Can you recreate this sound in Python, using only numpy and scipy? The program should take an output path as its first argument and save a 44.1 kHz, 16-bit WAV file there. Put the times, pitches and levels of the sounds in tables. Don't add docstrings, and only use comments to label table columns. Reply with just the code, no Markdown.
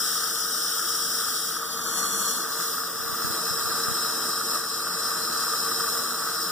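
import sys
import numpy as np
from scipy import signal
from scipy.fft import rfft, irfft
from scipy.io import wavfile

SR = 44100
rng = np.random.default_rng(int(sys.argv[2]) if len(sys.argv) > 2 else 0)


def put_to_file(sound):
    columns = np.atleast_2d(sound).T
    safe = np.clip(columns, -1, 1)
    whole_steps = np.round(safe * 32767)
    wavfile.write(sys.argv[1], SR, whole_steps.astype(np.int16))


N = 287091

# time in seconds, place (0 cheek, 1 gripped, 2 lifted, 3 laid back,
# 4 settled), hiss level in dB before echoes, dips and swell.
TIP_PATH = [(0, 0.035, -25), (0.3, 0.03, -27.5), (0.85, 0.026, -27), (1.5, 0.067, -27.5),
            (1.63, 0.63, -33.5), (1.8, 1.06, -34.5), (1.98, 1.87, -30.5), (2.33, 2.15, -30),
            (2.47, 2.74, -34.5), (2.62, 2.77, -30), (2.88, 3.14, -32), (3.15, 3.14, -33.5),
            (3.45, 3.8, -32), (5.0, 4.01, -31), (6.51, 3.67, -32)]
# pitch in Hz, width of each of two
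# resonators in Hz, relative centre level in dB, relative side level in dB, left-right lean in dB.
DRONE_MODES = [(1139, 122, 0.5, -38, 0.5), (1242, 285, 0, -23, 0.74), (1504, 275, -7.5, -16.5, 0.97),
               (1712, 425, -13.5, -29, 1), (2070, 1170, -37, -21.5, 0.1)]


def amp(db):
    return 10 ** (np.asarray(db) / 20)


def rms_one(x):
    return x / np.sqrt(np.mean(x ** 2) + 1e-20)


def in_time(rows):
    s, *columns = np.transpose(rows)
    return [np.interp(np.arange(N) / SR, s, c) for c in columns]


def drift(rate_hz, size=N):
    r = np.exp(-80 * np.pi * rate_hz / SR)
    noise = rng.standard_normal(N // 40 + 2002)
    slow = signal.lfilter([1], [1, -2 * r, r * r], noise)[2000:]
    return np.interp(np.arange(size) / 40, np.arange(len(slow)), rms_one(slow))


def hiss():
    # pitch in Hz, width of
    # each of two resonators in Hz, relative centre level in dB, relative side level in dB, left-right lean in dB.
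    cheek_modes = [(3360, 680, -11.5, -26, 9), (3848, 80, -8, -4, 0), (4430, 480, -41, -8.5, 2),
                   (4510, 68, -9.5, -11, 5), (5253, 600, -1.5, -8.5, 5.5), (5450, 85, -3, -17, 2),
                   (5750, 430, -5, -17, -0.5), (6750, 180, -12, -11, 10), (7340, 1400, -14, -18, 6),
                   (8240, 410, -11.5, -13, -4), (8960, 650, -10.5, -8, 14), (10050, 270, -12.5, -18, 5),
                   (10990, 570, -10, -12, 12), (12500, 900, -22, -24, 0), (13670, 450, -10.5, -12, -10),
                   (14850, 820, -9, -9, -14)]
    gripped_modes = [(2730, 450, -43, -26, 5), (3240, 200, 0.5, -35, -0.0), (3520, 510, -2, -15, -1),
                     (4580, 770, -15, 2, 3), (5740, 980, 0.5, -10, 5), (6660, 530, -11, -2, 8.1),
                     (7430, 270, -2, -13.8, 4.5), (9800, 1200, -11, -7, 6), (10800, 1000, -1, -4, 13),
                     (11800, 550, -17, -16.5, -3.5), (13300, 1100, -4, -7, -1), (14500, 550, -9, -8, -9),
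                     (15000, 800, -4, -6, -14)]
    lifted_modes = [(3345, 440, -0.5, -35, -2), (4320, 300, -1, 6, 1), (5760, 830, 3, -5, 1),
                    (6850, 520, -10, 1, 20), (7420, 1550, -0.5, -8, 9), (8600, 1300, -19, -4, 3),
                    (9000, 580, -5, -7.9, 8), (9700, 380, -9, -7, -1), (10400, 890, -1, -3, 13),
                    (12200, 750, -8, -15.8, -2.6), (13200, 440, -20, -13, -3), (13100, 500, -12, -10, -0.5),
                    (14400, 530, -1, 0, -7)]
    laid_back_modes = [(3600, 1430, -7.5, -42, 6), (4130, 500, -33, -1.5, 11), (5256, 650, 4, -2, 6),
                       (5750, 1900, -19, -12, -7), (6400, 1130, -6, -14, 2), (8450, 2300, -11.5, -6, 3.5),
                       (9200, 610, -7, -7, 6), (11100, 620, -10, -9.0, 3), (12070, 520, -27, -17.4, -3.3),
                       (12550, 540, -8, -15, -0.7), (14580, 1400, -1, -2, -12)]
    settled_modes = [(2620, 240, -21.5, -31, 23), (3320, 740, -15.5, -35, 13), (3871, 133, -7, -16, 1),
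                     (3910, 360, -26, -14, 4), (4220, 330, -5, -3, 3), (5170, 605, 1.2, -8, 2.5),
                     (5640, 120, -11, -16, 1), (5760, 390, -18.5, -9, -13), (6830, 100, -8, -16, 3),
                     (7360, 500, -12.5, -22, -3), (8390, 1600, -10.5, -12, 2.5),
                     (10480, 400, -16.5, -17, 6), (10990, 380, -12.5, -15, 3), (12080, 460, -12.5, -12, -7),
                     (12600, 510, -15, -16, -4), (13860, 550, -12, -14, 1), (14700, 1000, -15, -13, -5)]
    jet_bands = [(6370, 920, -22, 3, -6), (7890, 1300, 3.5, -1, 6), (10000, 3200, 0, 0, 2.5),
                 (12500, 3700, -7, -6, 1), (15300, 1500, -16, -7, -8)]

    place, level_db = in_time(TIP_PATH)
    out = amp(-9) * cavities(jet_bands, flicker_db=0.5, rate_hz=6.1, own=0.7)
    places = [cheek_modes, gripped_modes, lifted_modes, laid_back_modes, settled_modes]
    for k, modes in enumerate(places):
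        share = np.clip(1 - np.abs(place - k), 0, 1)
        heard = share > 0
        colour = cavities(modes, flicker_db=0.56, rate_hz=15, own=2.03, size=heard.sum(), laid_down=k > 2)
        out[:, heard] += np.sqrt(share[heard]) * colour
    return amp(level_db) * nearby(out, place)


def cavities(modes, flicker_db, rate_hz, own, size=N, laid_down=False):
    # pitch in Hz, share before the tube
    phase_lead = [(1500, 0, 0), (2000, .5, .5), (3300, 0, 0), (3900, -.5, -.5), (4900, .6, .6),
                  (5500, .3, .4), (7000, -.5, -.4), (8200, .6, .6), (9000, 0, 0), (9700, -.8, -.6),
                  (11200, -.8, -.3), (12500, -.5, .6), (14000, -.6, .5), (15500, 0, 0)]

    out, together = np.zeros((2, size)), drift(rate_hz, size)
    white = rng.standard_normal((2, N))
    ahead = irfft(1j * rfft(white[0]), N)
    lead_hz, early_share, late_share = np.transpose(phase_lead)
    lead_share = late_share if laid_down else early_share
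    for k, (hz, width_hz, centre_db, side_db, lean_db) in enumerate(modes):
        q = np.interp(hz, lead_hz, lead_share)
        pair = np.array([white[0], q * ahead + np.sqrt(1 - q * q) * white[1]])
        pair = np.roll(pair, 9973 * k, axis=1)[:, :size]
        one, other = resonance(pair, hz, width_hz)
        lean = np.tanh(lean_db * np.log(10) / 20)
        shared = np.clip(lean * np.cosh((centre_db - side_db) * np.log(10) / 20), -.99, .99)
        side = shared * one + np.sqrt(1 - shared ** 2) * other
        gain = amp(flicker_db * (together + own * drift(rate_hz, size)))
        out += gain * [amp(centre_db) * one, amp(side_db) * side]
    return out / np.std(out[0])


def resonance(x, hz, width_hz):
    b, a = signal.iirpeak(hz, hz / width_hz, SR)
    return signal.lfilter(np.convolve(b, b), np.convolve(a, a), x)


def nearby(x, place):
    # delay in seconds with the tip in the cheek, level in dB.
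    reflections = [(.0013, -16), (.0027, -16), (.0046, -16), (.0071, -18)]
    stretch_per_place, wander_s = .04, .00002

    out, t = x.copy(), np.arange(N) / SR
    for delay_s, level_db in reflections:
        late = t - delay_s * (1 + stretch_per_place * place) - wander_s * drift(0.63)
        out += amp(level_db) * np.array([np.interp(late, t, v) for v in x])
    return out


def drone(swell_db):
    # pitch in Hz, width of each of two resonators in Hz,
    # relative centre level in dB, relative side level in dB, left-right lean in dB.
    cheek_drone = [(1196, 290, -11.5, -38, 0.5), (1257, 168, 1, -22, 0.67), (1475, 335, -6, -15.5, 0.97),
                   (1780, 260, -15, -32, 1), (2250, 1000, -29, -22.5, 0.1)]
    base_db, swell_share = -33, 0.81

    moved = np.clip(in_time(TIP_PATH)[0], 0, 1)
    in_cheek = cavities(cheek_drone, flicker_db=0.9, rate_hz=110, own=0.75)
    in_open = cavities(DRONE_MODES, flicker_db=0.9, rate_hz=110, own=0.75)
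    level_db = base_db + swell_share * swell_db + 0.91 * drift(5.6)
    return amp(level_db) * (np.sqrt(1 - moved) * in_cheek + np.sqrt(moved) * in_open)


def pops(per_s, level_db):
    # time in seconds, peak in dB before the dips.
    loud_bursts = [(0.7948, -21), (1.263, -25), (1.565, -22), (1.7917, -25), (1.8634, -19.5), (2.028, -22),
                   (2.554, -24), (2.7809, -19), (2.8349, -21), (3.2461, -23), (3.7189, -24),
                   (3.8035, -23.5), (4.0483, -19.5), (4.376, -25), (4.412, -21), (4.48, -30), (4.8693, -18),
                   (5.361, -19), (5.5361, -20), (5.6868, -28), (5.804, -19), (5.84, -19)]

    sizes = amp(level_db + 1.5 * np.minimum(rng.exponential(1, N), 3)) * rng.choice([-1, 1], N)
    clicks = sizes * (rng.random(N) < per_s / SR)
    for s, peak_db in loud_bursts:
        clicks[round(s * SR)] = amp(peak_db)
    pulse = signal.unit_impulse(SR // 20)
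    ring = np.zeros(len(pulse))
    for k, (hz, width_hz, centre_db, _, _) in enumerate(DRONE_MODES):
        ring += (-1) ** k * amp(centre_db) * resonance(pulse, hz, width_hz)
    ringing = signal.fftconvolve(clicks, ring / np.abs(ring).max())[:N]
    return ringing * amp([[0], [-18]])


def dips(centre, side):
    # pitch in Hz, width in Hz, depth in dB.
    centre_dips = [(1061, 112, -8.5)]
    side_dips = [(3370, 190, -41), (1110, 110, -10)]
    return np.array([changing_gaps(reject(centre, centre_dips)), reject(side, side_dips)])


def reject(x, nulls):
    bins = np.fft.rfftfreq(N, 1 / SR)
    loss_db = sum(depth_db / (1 + (2 * (bins - hz) / width_hz) ** 4) for hz, width_hz, depth_db in nulls)
    return irfft(rfft(x) * amp(loss_db), N)


def changing_gaps(x):
    # position on the place scale of the tip path, then for each of four gaps
    # its pitch in Hz, mean width in Hz and full depth in dB.
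    gap_table = [(0, 2250, 380, -55, 4220, 400, -55, 4900, 200, -1, 6330, 300, -14),
                 (1, 2280, 440, -55, 4150, 320, -55, 4850, 180, -20, 6330, 300, -18),
                 (2, 2280, 440, -55, 4120, 280, -50, 4900, 220, -40, 6300, 220, -16),
                 (2.4, 2280, 420, -55, 4340, 520, -55, 4900, 200, -1, 6330, 250, -10),
                 (4, 2200, 300, -55, 4350, 520, -55, 4900, 200, -1, 6350, 330, -35)]
    filled_shares = [.01, .1, .4, .3]
    edge_wander, wander_hz = .13, 7.

    hz, s, spectra = signal.stft(x, SR, nperseg=1024)
    at = np.minimum((s * SR).astype(int), N - 1)
    position, *columns = np.transpose(gap_table)
    position_now = in_time(TIP_PATH)[0][at]
    now = [np.interp(position_now, position, c) for c in columns]
    loss_db = 0
    for centre_hz, width_hz, depth_db, filled in zip(now[::3], now[1::3], now[2::3], filled_shares):
        low = centre_hz - .5 * width_hz * np.exp(2 * edge_wander * drift(wander_hz)[at])
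        high = centre_hz + .5 * width_hz * np.exp(2 * edge_wander * drift(wander_hz)[at])
        chance = drift(wander_hz)[at]
        is_open = np.clip(8 * (chance - np.quantile(chance, filled)), .2, 1)
        shape = 1 / (1 + ((2 * hz[:, None] - low - high) / (high - low)) ** 8)
        loss_db = loss_db + is_open * depth_db * shape
    return signal.istft(spectra * amp(loss_db), SR)[1][:N]


def bumps():
    # time in seconds, strength in dB before filtering.
    finger_shifts = [(1.279, -34), (2.958, -38), (2.999, -32), (3.026, -33), (3.056, -32), (3.092, -32),
                     (3.125, -28), (3.245, -22), (3.27, -31), (3.3, -25), (3.506, -24), (3.53, -33),
                     (3.56, -35), (3.605, -34), (3.627, -34), (3.65, -31), (3.665, -28), (3.7, -35),
                     (3.745, -35), (3.785, -35), (3.882, -21), (3.912, -23), (5.09, -40), (5.32, -40),
                     (5.39, -35), (5.53, -39), (5.78, -33), (6.41, -40)]
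    thud_hz, t60_s, tick_db = 126, 0.042, 14

    clicks = np.full(N, 1e-18)
    for s, level_db in finger_shifts:
        clicks[round(s * SR)] = amp(level_db)
    r, w = amp(-60 / (t60_s * SR)), 2 * np.pi * thud_hz / SR
    thud = signal.lfilter([0, np.sin(w)], [1, -2 * r * np.cos(w), r * r], clicks)
    thud -= amp(tick_db) * clicks
    thud = signal.sosfilt(signal.butter(2, [56, 640], "band", fs=SR, output="sos"), thud)
    return thud * amp([[-18], [1.5]])


def hum():
    # time in seconds, pitch in Hz, centre level in dB.
    rumble_path = [(0, 191, -80), (1.7, 190, -75), (1.97, 190.3, -52), (2.1, 190, -54), (2.25, 191.7, -44),
                   (2.36, 199.8, -52), (2.5, 200, -75), (6.51, 202, -80)]

    hz, level_db = in_time(rumble_path)
    phase = 2 * np.pi * np.cumsum(hz) / SR
    a, b = drift(14), drift(14)
    centre = a * np.sin(phase) + b * np.cos(phase)
    side = a * np.cos(phase) - b * np.sin(phase)
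    return amp(level_db) * [centre, amp(-5.0) * side]


def fans():
    # distance from the loudest in Hz, share of its drift, centre level in dB before the swell.
    fan_tones = [(-12.5, 0.53, -54), (0, 1, -48.5), (7.5, 0.4, -52.5)]
    # time in seconds, pitch in Hz.
    speed_path = [(0.0, 457.5), (1.12, 458.8), (4.49, 455.7), (6.25, 460.8), (6.5, 459.4)]

    out, (lead_hz,) = np.zeros((2, N)), in_time(speed_path)
    for apart_hz, share, level_db in fan_tones:
        hz = lead_hz.mean() + apart_hz + share * (lead_hz - lead_hz.mean())
        phase = 2 * np.pi * np.cumsum(hz) / SR + rng.uniform(0, 2 * np.pi)
        gain = np.sqrt(2) * amp(level_db + 1.05 * drift(6.1))
        out += gain * [np.sin(phase), amp(-7.0) * np.cos(phase)]
    return out


def room(level_db):
    # pitch in Hz, relative density in dB per Hz.
    centre_spectrum = [(15, -66), (25, -35), (86, -16.5), (140, -13), (190, -9.5), (273, -8.5),
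                       (346, -11.5), (381, -10.5), (453, -7.5), (491, -7.5), (1100, -12), (1430, -42),
                       (2420, -120)]
    side_spectrum = [(15, -57), (25, -33), (86, -5.5), (248, -11), (419, -7.5), (453, -10), (491, -9),
                     (539, -14.5), (1100, -19.5), (1430, -53), (2420, -120)]
    # pitch in Hz, width of each of two resonators in Hz, relative centre level in dB,
    # relative side level in dB, left-right lean in dB.
    standing_waves = [(175.6, 10.5, -11, -15.5, 0), (240.3, 13, -12, -13, -5), (340.4, 39, -13, -17, -3),
                      (621.5, 12.7, -15.5, -19, 15), (956, 45, -16, -29, 0)]

    rumble = np.array([coloured(centre_spectrum), amp(-7.5) * coloured(side_spectrum)])
    waves = cavities(standing_waves, flicker_db=0.5, rate_hz=0.33, own=0.5)
    return amp(level_db) * (amp(3.0) * rumble + amp(-1.0) * waves)


def coloured(spectrum):
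    hz, db = np.transpose(spectrum)
    bins = np.maximum(np.fft.rfftfreq(N, 1 / SR), 1)
    gain = amp(np.interp(np.log(bins), np.log(hz), db, right=-90))
    return rms_one(irfft(rfft(rng.standard_normal(N)) * gain, N))


def scene():
    # time in seconds, level in dB.
    swell_path = [(0, -2.5), (0.7, -2.5), (1.1, -2), (1.55, -3.5), (2.0, 1), (2.3, 0.5), (2.48, 0),
                  (2.9, -2.5), (3.3, 1.5), (4.25, 1.5), (4.4, 0), (4.55, 2.5), (4.62, -2), (5.0, 0.5),
                  (5.35, 1), (6.0, 2), (6.1, 0), (6.51, 0)]

    swell_db, = in_time(swell_path)
    swell = amp(swell_db)
    mouth_and_room = swell * (hiss() + room(-47.5)) + drone(swell_db) + pops(per_s=59.0, level_db=-35.0)
    centre, side = dips(*mouth_and_room) + swell * fans() + hum() + bumps()
    return np.array([centre + side, centre - side])


def record(dry):
    return signal.sosfilt(signal.ellip(14, .5, 70, 15500, fs=SR, output="sos"), dry)


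dry = scene()
out = record(dry)
put_to_file(out)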